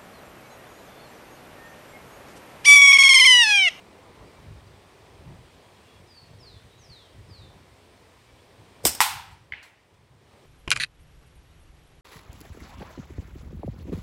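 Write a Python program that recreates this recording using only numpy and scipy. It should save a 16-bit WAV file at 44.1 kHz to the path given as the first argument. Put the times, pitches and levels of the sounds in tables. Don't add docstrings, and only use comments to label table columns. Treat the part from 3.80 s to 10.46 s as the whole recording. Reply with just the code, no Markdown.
import sys
import numpy as np
from scipy import signal
from scipy.fft import rfft, irfft
from scipy.io import wavfile
from scipy.ndimage import uniform_filter1d, map_coordinates

SR = 44100
rng = np.random.default_rng(int(sys.argv[2]) if len(sys.argv) > 2 else 0)


def store_pcm(level_fs):
    pcm = np.round(np.clip(level_fs, -1, 1) * 32767).astype(np.int16)
    wavfile.write(sys.argv[1], SR, np.atleast_2d(pcm).T)


def voltage_ratio(decibels):
    exponent = np.asarray(decibels, float) / 20
    return 10 ** exponent


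N = 293706


def unit(x):
    return x / np.sqrt(np.mean(x ** 2) + 1e-20)


def along(points, hz):
    point_hz, value = np.transpose(points)
    return np.interp(np.log(hz + 1), np.log(point_hz + 1), value)


def add(track, s, sound):
    part = track[round(s * SR):][:len(sound)]
    part += sound[:len(part)]


def wobble(rate):
    knots = rng.standard_normal(int(N * rate / SR) + 4)
    return map_coordinates(knots, [np.arange(N) * rate / SR])


def even(x, size):
    power = np.abs(uniform_filter1d(x ** 2, size=size))
    return unit(x / np.sqrt(power + 1e-9))


def rush(spectrum, patchy_db):
    z = signal.stft(rng.standard_normal(N + 512), nperseg=512)[2]
    field = uniform_filter1d(rng.standard_normal(z.shape), size=6, axis=0)
    field = uniform_filter1d(field, size=10, axis=1)
    x = signal.istft(z * voltage_ratio(patchy_db * unit(field)), nperseg=512)[1][:N]
    colour = voltage_ratio(along(spectrum, np.fft.rfftfreq(N, 1 / SR)))
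    return unit(irfft(rfft(x) * colour, N))


def bursts(rows):
    out, t = np.zeros(N), np.arange(SR // 3) / SR
    for s, rise, t60, db in rows:
        add(out, s, (1 - np.exp(-(t / rise) ** 2)) * voltage_ratio(db - 60 * t / t60))
    return out


def struck(paths, modes, spread_db, attack):
    out, t = np.zeros(N), np.arange(SR // 25) / SR
    onset = 1 - np.exp(-(t / attack) ** 2)
    for k, (s, db) in enumerate(paths):
        tint = spread_db * (k > 0) * rng.standard_normal(len(modes))
        ring = np.zeros(len(t))
        for (hz, level, t60), shift in zip(modes, tint):
            ring += voltage_ratio(level + shift - 60 * t / t60) * np.sin(2 * np.pi * hz * t)
        add(out, s, voltage_ratio(db) * ring * onset)
    return out


# frequency in Hz, decay time t60 in seconds.
TREE_DECAY = [(300, 0.67), (1000, .7), (2500, 0.66), (5000, 0.55), (8000, 0.39), (14000, 0.38)]


def scatter(s, spectrum, level_db, stretch, build):
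    hz, t, z = signal.stft(rng.standard_normal(SR), SR, nperseg=256)
    colour = along(spectrum, hz)[:, None]
    t60 = stretch * along(TREE_DECAY, hz)[:, None]
    z = z * voltage_ratio(colour - 60 * t / t60) / np.sqrt(np.mean(voltage_ratio(2 * colour)))
    tail = signal.istft(z, SR, nperseg=256)[1][:SR]
    tail = tail * (1 - np.exp(-np.arange(SR) / SR / build))
    out = np.zeros(N)
    add(out, s, voltage_ratio(level_db) * tail)
    return out


def duck():
    t = np.arange(N) / SR
    attack_s, release_at_s, release_s = .13, 6.38, .14
    sink = 1 - np.exp(-np.maximum(t - SNAP_PATHS[0][0], 0) / attack_s)
    release = np.clip((t - release_at_s) / release_s, 0, 1)
    return voltage_ratio(-7.5 * sink + 5 * release)


# time in seconds, level in dB.
DRONE_LEVEL = [(0, -53.5), (.3, -53), (1.13, -57.5), (1.8, -55), (2.25, -58), (4.68, -60.5), (5, -57)]
# frequency in Hz, density in dB per Hz.
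DRONE_SPECTRUM = [(88, -26), (150, -4), (308, -2.5), (403, -0.5), (761, -5.5), (1020, -5.5), (1520, -15.5),
                  (2500, -17.5), (3250, -44), (5500, -120)]
# frequency in Hz, density in dB per Hz.
LEAF_SPECTRUM = [(760, -29), (1300, -4.5), (1540, -4.5), (1920, -0.5), (2110, -2.5), (2340, -1.5),
                 (2630, -3), (2860, -3.5), (3140, -2.5), (4780, -7), (6830, -13.5), (8890, -11.5),
                 (10400, -18.5), (15000, -22.5), (16000, -30.5)]


def leaves_and_drone():
    s, db = np.transpose(DRONE_LEVEL)
    drone_db = np.interp(np.arange(N) / SR, s, db)
    hiss_db = -73 + .2 * (drone_db - drone_db.mean())
    drone = voltage_ratio(drone_db + 1.5 + 1.3 * wobble(5)) * rush(DRONE_SPECTRUM, patchy_db=1.07)
    whole_band_db = 12
    hiss = voltage_ratio(hiss_db + whole_band_db + .3 * wobble(6)) * rush(LEAF_SPECTRUM, patchy_db=.8)
    return duck() * (drone + hiss)


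# time in seconds, peak level in dB, half length in seconds.
WIND_PUFFS = [(.3, -53, .09), (0.426, -48, .08), (.63, -45.5, 0.057), (.72, -39, .07), (0.863, -49.5, 0.22),
              (1.21, -56, .2), (1.43, -50, .04), (1.5, -43, 0.15), (1.76, -56, .09), (2.202, -48, 0.056),
              (2.552, -48.5, 0.15), (2.756, -47.5, .09), (2.853, -50, 0.046), (3.002, -52, .07),
              (3.113, -47, 0.033), (3.388, -41, 0.039), (3.45, -49, .06), (3.502, -44.5, .07),
              (3.634, -45, .09), (3.79, -48, .06), (3.917, -52.5, .05), (4.545, -51, 0.046),
              (4.825, -46.5, .055), (5.07, -34, 0.026), (5.21, -52, 0.064), (5.36, -47, 0.092),
              (5.542, -49, .11), (5.72, -52, 0.073), (6.192, -58.5, .08), (6.34, -55, .1)]


def buffeting():
    t = np.arange(0, N, 64) / SR
    s, db, half = np.transpose(WIND_PUFFS)[..., None]
    lull = np.clip(np.minimum(t - 5.8, 6.14 - t) / 0.032, 0, 1)
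    breeze_db = -60.5 - 8 * lull
    puff_db = np.max(db - 11 * np.abs(t - s) / half, axis=0)
    return np.interp(np.arange(N) / SR, t, np.maximum(breeze_db, puff_db))


# frequency in Hz, density in dB per Hz.
WIND_SPECTRUM = [(15, -56), (25, -24), (50, -3), (97, 3.5), (188, -10.5), (270, -20), (360, -20),
                 (400, -18.5), (520, -53.5), (880, -120)]


def wind():
    lumps = voltage_ratio(3.5 * wobble(30))
    level_db = np.minimum(buffeting(), -39)
    return voltage_ratio(level_db) * even(lumps * rush(WIND_SPECTRUM, patchy_db=1.0), size=3000)


# start in seconds, length in
# seconds, start and end pitch in Hz, level in dB.
FAR_CALLS = [(.14, .14, 1030, 1010, -64), (.3, .14, 1030, 1010, -66), (.555, .05, 2350, 2280, -68),
             (.64, .05, 2300, 2280, -69), (.75, .03, 3950, 3500, -69), (.865, .025, 4780, 4700, -64),
             (.875, .03, 3950, 3100, -67), (.92, .025, 3100, 3900, -69), (.95, .025, 3500, 3100, -67),
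             (1.61, .1, 3330, 3280, -70), (1.82, .09, 3280, 3300, -67), (2.04, .05, 2850, 2700, -66),
             (2.06, .11, 3370, 3350, -66), (2.13, .04, 2800, 2760, -67), (2.39, .1, 4360, 4330, -61),
             (2.46, .07, 2760, 2740, -70), (2.51, .06, 3280, 3260, -70), (2.87, .04, 3400, 3750, -69),
             (2.9, .05, 3790, 3800, -63), (2.94, .07, 3800, 3950, -68), (3.05, .025, 5350, 4600, -60),
             (4.47, .06, 2320, 2300, -67), (4.58, .04, 3250, 3500, -69), (4.94, .05, 2330, 2320, -69)]


def far_birds(flutter):
    out = np.zeros(N)
    for s, length, start_hz, end_hz, db in FAR_CALLS:
        u = np.arange(0, 1, 1 / (length * SR))
        rough = voltage_ratio(db + 3 + 2 * flutter[round(s * SR):][:len(u)])
        glide = start_hz + (end_hz - start_hz) * u
        add(out, s, rough * np.sin(np.pi * u) * np.sin(2 * np.pi * np.cumsum(glide) / SR))
    return out


# start in seconds, length in seconds, start and end pitch in Hz, level in dB.
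WHISTLED_NOTES = [
    (2.262, .19, 5300, 4330, -57),
    (2.58, .245, 5870, 3290, -54.5),
    (2.968, .335, 7100, 3090, -53),
    (3.478, .225, 5420, 3450, -54.5),
]


def whistles(flutter):
    song = np.zeros(N)
    throat_hz, throat_width_hz = 4330, 420
    onset_s, fade_s = .028, .065
    for s, length, start_hz, end_hz, db in WHISTLED_NOTES:
        t = np.arange(0, length, 1 / SR)
        glide = end_hz + (start_hz - end_hz) * (1 - t / length) ** 1.9
        edge = np.clip(np.minimum(t / onset_s, (length - t) / fade_s), 0, 1)
        throat = 1 / np.sqrt(1 + ((glide - throat_hz) / throat_width_hz) ** 2)
        tone = np.sin(2 * np.pi * np.cumsum(glide) / SR)
        add(song, s, np.sqrt(2) * voltage_ratio(db) * throat * edge * tone)
    voice_break = np.clip(np.abs(np.arange(N) / SR - 3.085) / .018, .25, 1)
    return song * voltage_ratio(2.5 * flutter) * voice_break


def birds():
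    flutter = wobble(90)
    song = far_birds(flutter) + whistles(flutter)
    late = np.arange(SR // 2) / SR
    haze = rng.standard_normal(SR // 2) * voltage_ratio(-60 * late / 0.43) * (1 - np.exp(-late / 0.025))
    return song + voltage_ratio(-4.5) * signal.fftconvolve(song, haze / np.linalg.norm(haze))[:N]


# start in seconds, rise in seconds, decay time t60 in seconds, level in dB.
STIRRINGS = [
    (4.3, .02, .2, -72),
    (5.4, 0.036, 0.82, -55.5),
    (5.51, .003, .15, -57),
    (5.826, .002, 0.25, -48),
    (6.135, .005, .12, -64),
]
# frequency in Hz, density in dB per Hz.
RUSTLE_SPECTRUM = [(400, -24.5), (900, 3), (4000, -4.5), (9000, -11.5), (13000, -18), (16000, -22)]


def rustles():
    return bursts(STIRRINGS) * rush(RUSTLE_SPECTRUM, patchy_db=3.0)


# arrival in seconds, level in dB.
SNAP_PATHS = [(5.052, -4), (5.0542, -20), (5.0575, -15.5), (5.0695, -23), (5.0905, -36)]
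# frequency in Hz, level in dB, decay time t60 in seconds.
RUBBER_MODES = [(2200, -11.5, 0.012), (3600, -4, 0.0079), (5350, -9.5, .012), (6300, -9.5, .006),
                (8000, -2, .01), (8700, -2, .012), (10300, -9.5, 0.0056), (11900, -3.5, .006),
                (13100, -4.5, 0.0048), (14700, -2.5, .006)]
# start in seconds, rise in seconds, t60 in seconds, level in dB.
BAND_FLAPS = [(5.03, .01, 1, -44), (5.046, .004, 0.24, -41.5), (5.0505, 0.0012, 0.027, -11),
              (5.056, 0.00073, 0.035, -19), (5.062, .003, 0.099, -14.5), (5.0695, .002, 0.073, -32.5),
              (5.0905, .001, .02, -25.5), (5.1487, 0.0012, 0.033, -29.5)]
# frequency in Hz, density in dB per Hz.
SNAP_SPECTRUM = [(59, -34.5), (100, -9.5), (452, -11), (547, -8.5), (608, -10.5), (801, -5.5), (1170, -13),
                 (2630, -11.5), (4670, -9.5), (5190, 0), (6290, -8), (8460, 0.5), (9820, -9.5), (14400, -7),
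                 (16000, -19)]
# start in seconds, frequency in Hz, t60 in seconds, level in dB.
POUCH_SHOVES = [(5.041, 490, 0.057, -28.5), (5.045, 200, 0.057, -36), (5.051, 150, 0.021, -23.5),
                (5.0534, 450, .02, -14), (5.0545, 750, 0.0087, -5.5), (5.058, 300, 0.044, -19.5),
                (5.111, 95, 0.069, -40)]


def slingshot():
    crack = struck(SNAP_PATHS, RUBBER_MODES, spread_db=8.5, attack=0.00044)
    whip = bursts(BAND_FLAPS) * even(rush(SNAP_SPECTRUM, patchy_db=-2.4), size=200)
    shove, t = np.zeros(N), np.arange(SR // 10) / SR
    onset = 1 - np.exp(-(t / 0.00051) ** 2)
    for s, hz, t60, db in POUCH_SHOVES:
        add(shove, s, onset * voltage_ratio(db - 60 * t / t60) * np.sin(2 * np.pi * hz * t))
    tail = scatter(SNAP_PATHS[0][0], SNAP_SPECTRUM, level_db=-23.5, stretch=0.79, build=0.0055)
    return crack + whip + shove + tail


# arrival in seconds, level in dB.
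CAN_ARRIVALS = [(5.2049, -1), (5.2098, -10.5), (5.2133, -7.5), (5.2155, -9.5), (5.2212, -15),
                (5.2243, -17.5), (5.2315, -26), (5.238, -29), (5.244, -21), (5.265, -21)]
# frequency in Hz, level in dB, decay time t60 in seconds.
TIN_MODES = [(957, -0.5, 0.013), (1944, -7.5, 0.013), (2900, -18, 0.0019), (3700, -12, 0.007),
             (5230, -11, 0.016), (7900, -8.5, .006), (12000, -11, 0.0045)]
# frequency in Hz, density in dB per Hz.
CAN_SPECTRUM = [(240, -50), (400, -18.5), (570, -12), (949, 1), (1090, -13), (1350, -10), (1820, -12),
                (2550, -10), (6340, -15.5), (8760, -10.5), (10400, -15), (13500, -14), (16000, -21.5)]


def can():
    blow = CAN_ARRIVALS[0][0]
    punch = np.zeros(N)
    add(punch, blow - .00022, -voltage_ratio(-0.5) * np.hanning(11))
    ring = struck(CAN_ARRIVALS, TIN_MODES, spread_db=2.5, attack=.00006)
    early = scatter(blow, CAN_SPECTRUM, level_db=-10.5, stretch=0.25, build=.005)
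    late = scatter(blow, CAN_SPECTRUM, level_db=-19, stretch=0.91, build=0.014)
    small = signal.cheby2(4, 15, 660, "high", fs=SR, output="sos")
    return signal.sosfilt(small, punch + ring + early + late) + voltage_ratio(-7.0) * punch


# arrival in seconds, level in dB.
KNOCK_ARRIVALS = [(5.7213, -17), (5.7355, -26.5), (5.7415, -33.5), (5.755, -49), (5.78, -50), (5.802, -50),
                  (5.836, -38)]
# frequency in Hz, level in dB, decay time t60 in seconds.
WOOD_MODES = [(1670, -5, 0.016), (2100, 6.5, 0.011), (3050, -7, 0.012), (4810, -20, .008),
              (6300, -29, 0.0059)]
# frequency in Hz, density in dB per Hz.
KNOCK_SPECTRUM = [(290, -66), (500, -52), (777, -3.5), (1150, -24), (1580, -7.5), (2130, -1), (3050, -9.5),
                  (6420, -37), (8000, -45), (10400, -75), (17600, -120)]


def far_knock():
    ring = struck(KNOCK_ARRIVALS, WOOD_MODES, spread_db=4, attack=0.0015)
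    tail = scatter(KNOCK_ARRIVALS[0][0], KNOCK_SPECTRUM, level_db=-42.0, stretch=0.97, build=0.0028)
    return ring + tail


def scene():
    garden = leaves_and_drone() + wind() + birds() + rustles()
    return (garden + slingshot() + can() + far_knock())[None]


def low_pass(x):
    return signal.sosfilt(signal.butter(12, 16990, fs=SR, output="sos"), x)


def record(dry):
    held = dry / (1 + np.abs(dry / 1.05) ** 6) ** (1 / 6)
    band_limit = signal.ellip(10, .5, 45, 15850, fs=SR, output="sos")
    mix = signal.sosfilt(band_limit, held)
    return low_pass(mix)


dry = scene()
out = record(dry)
store_pcm(out)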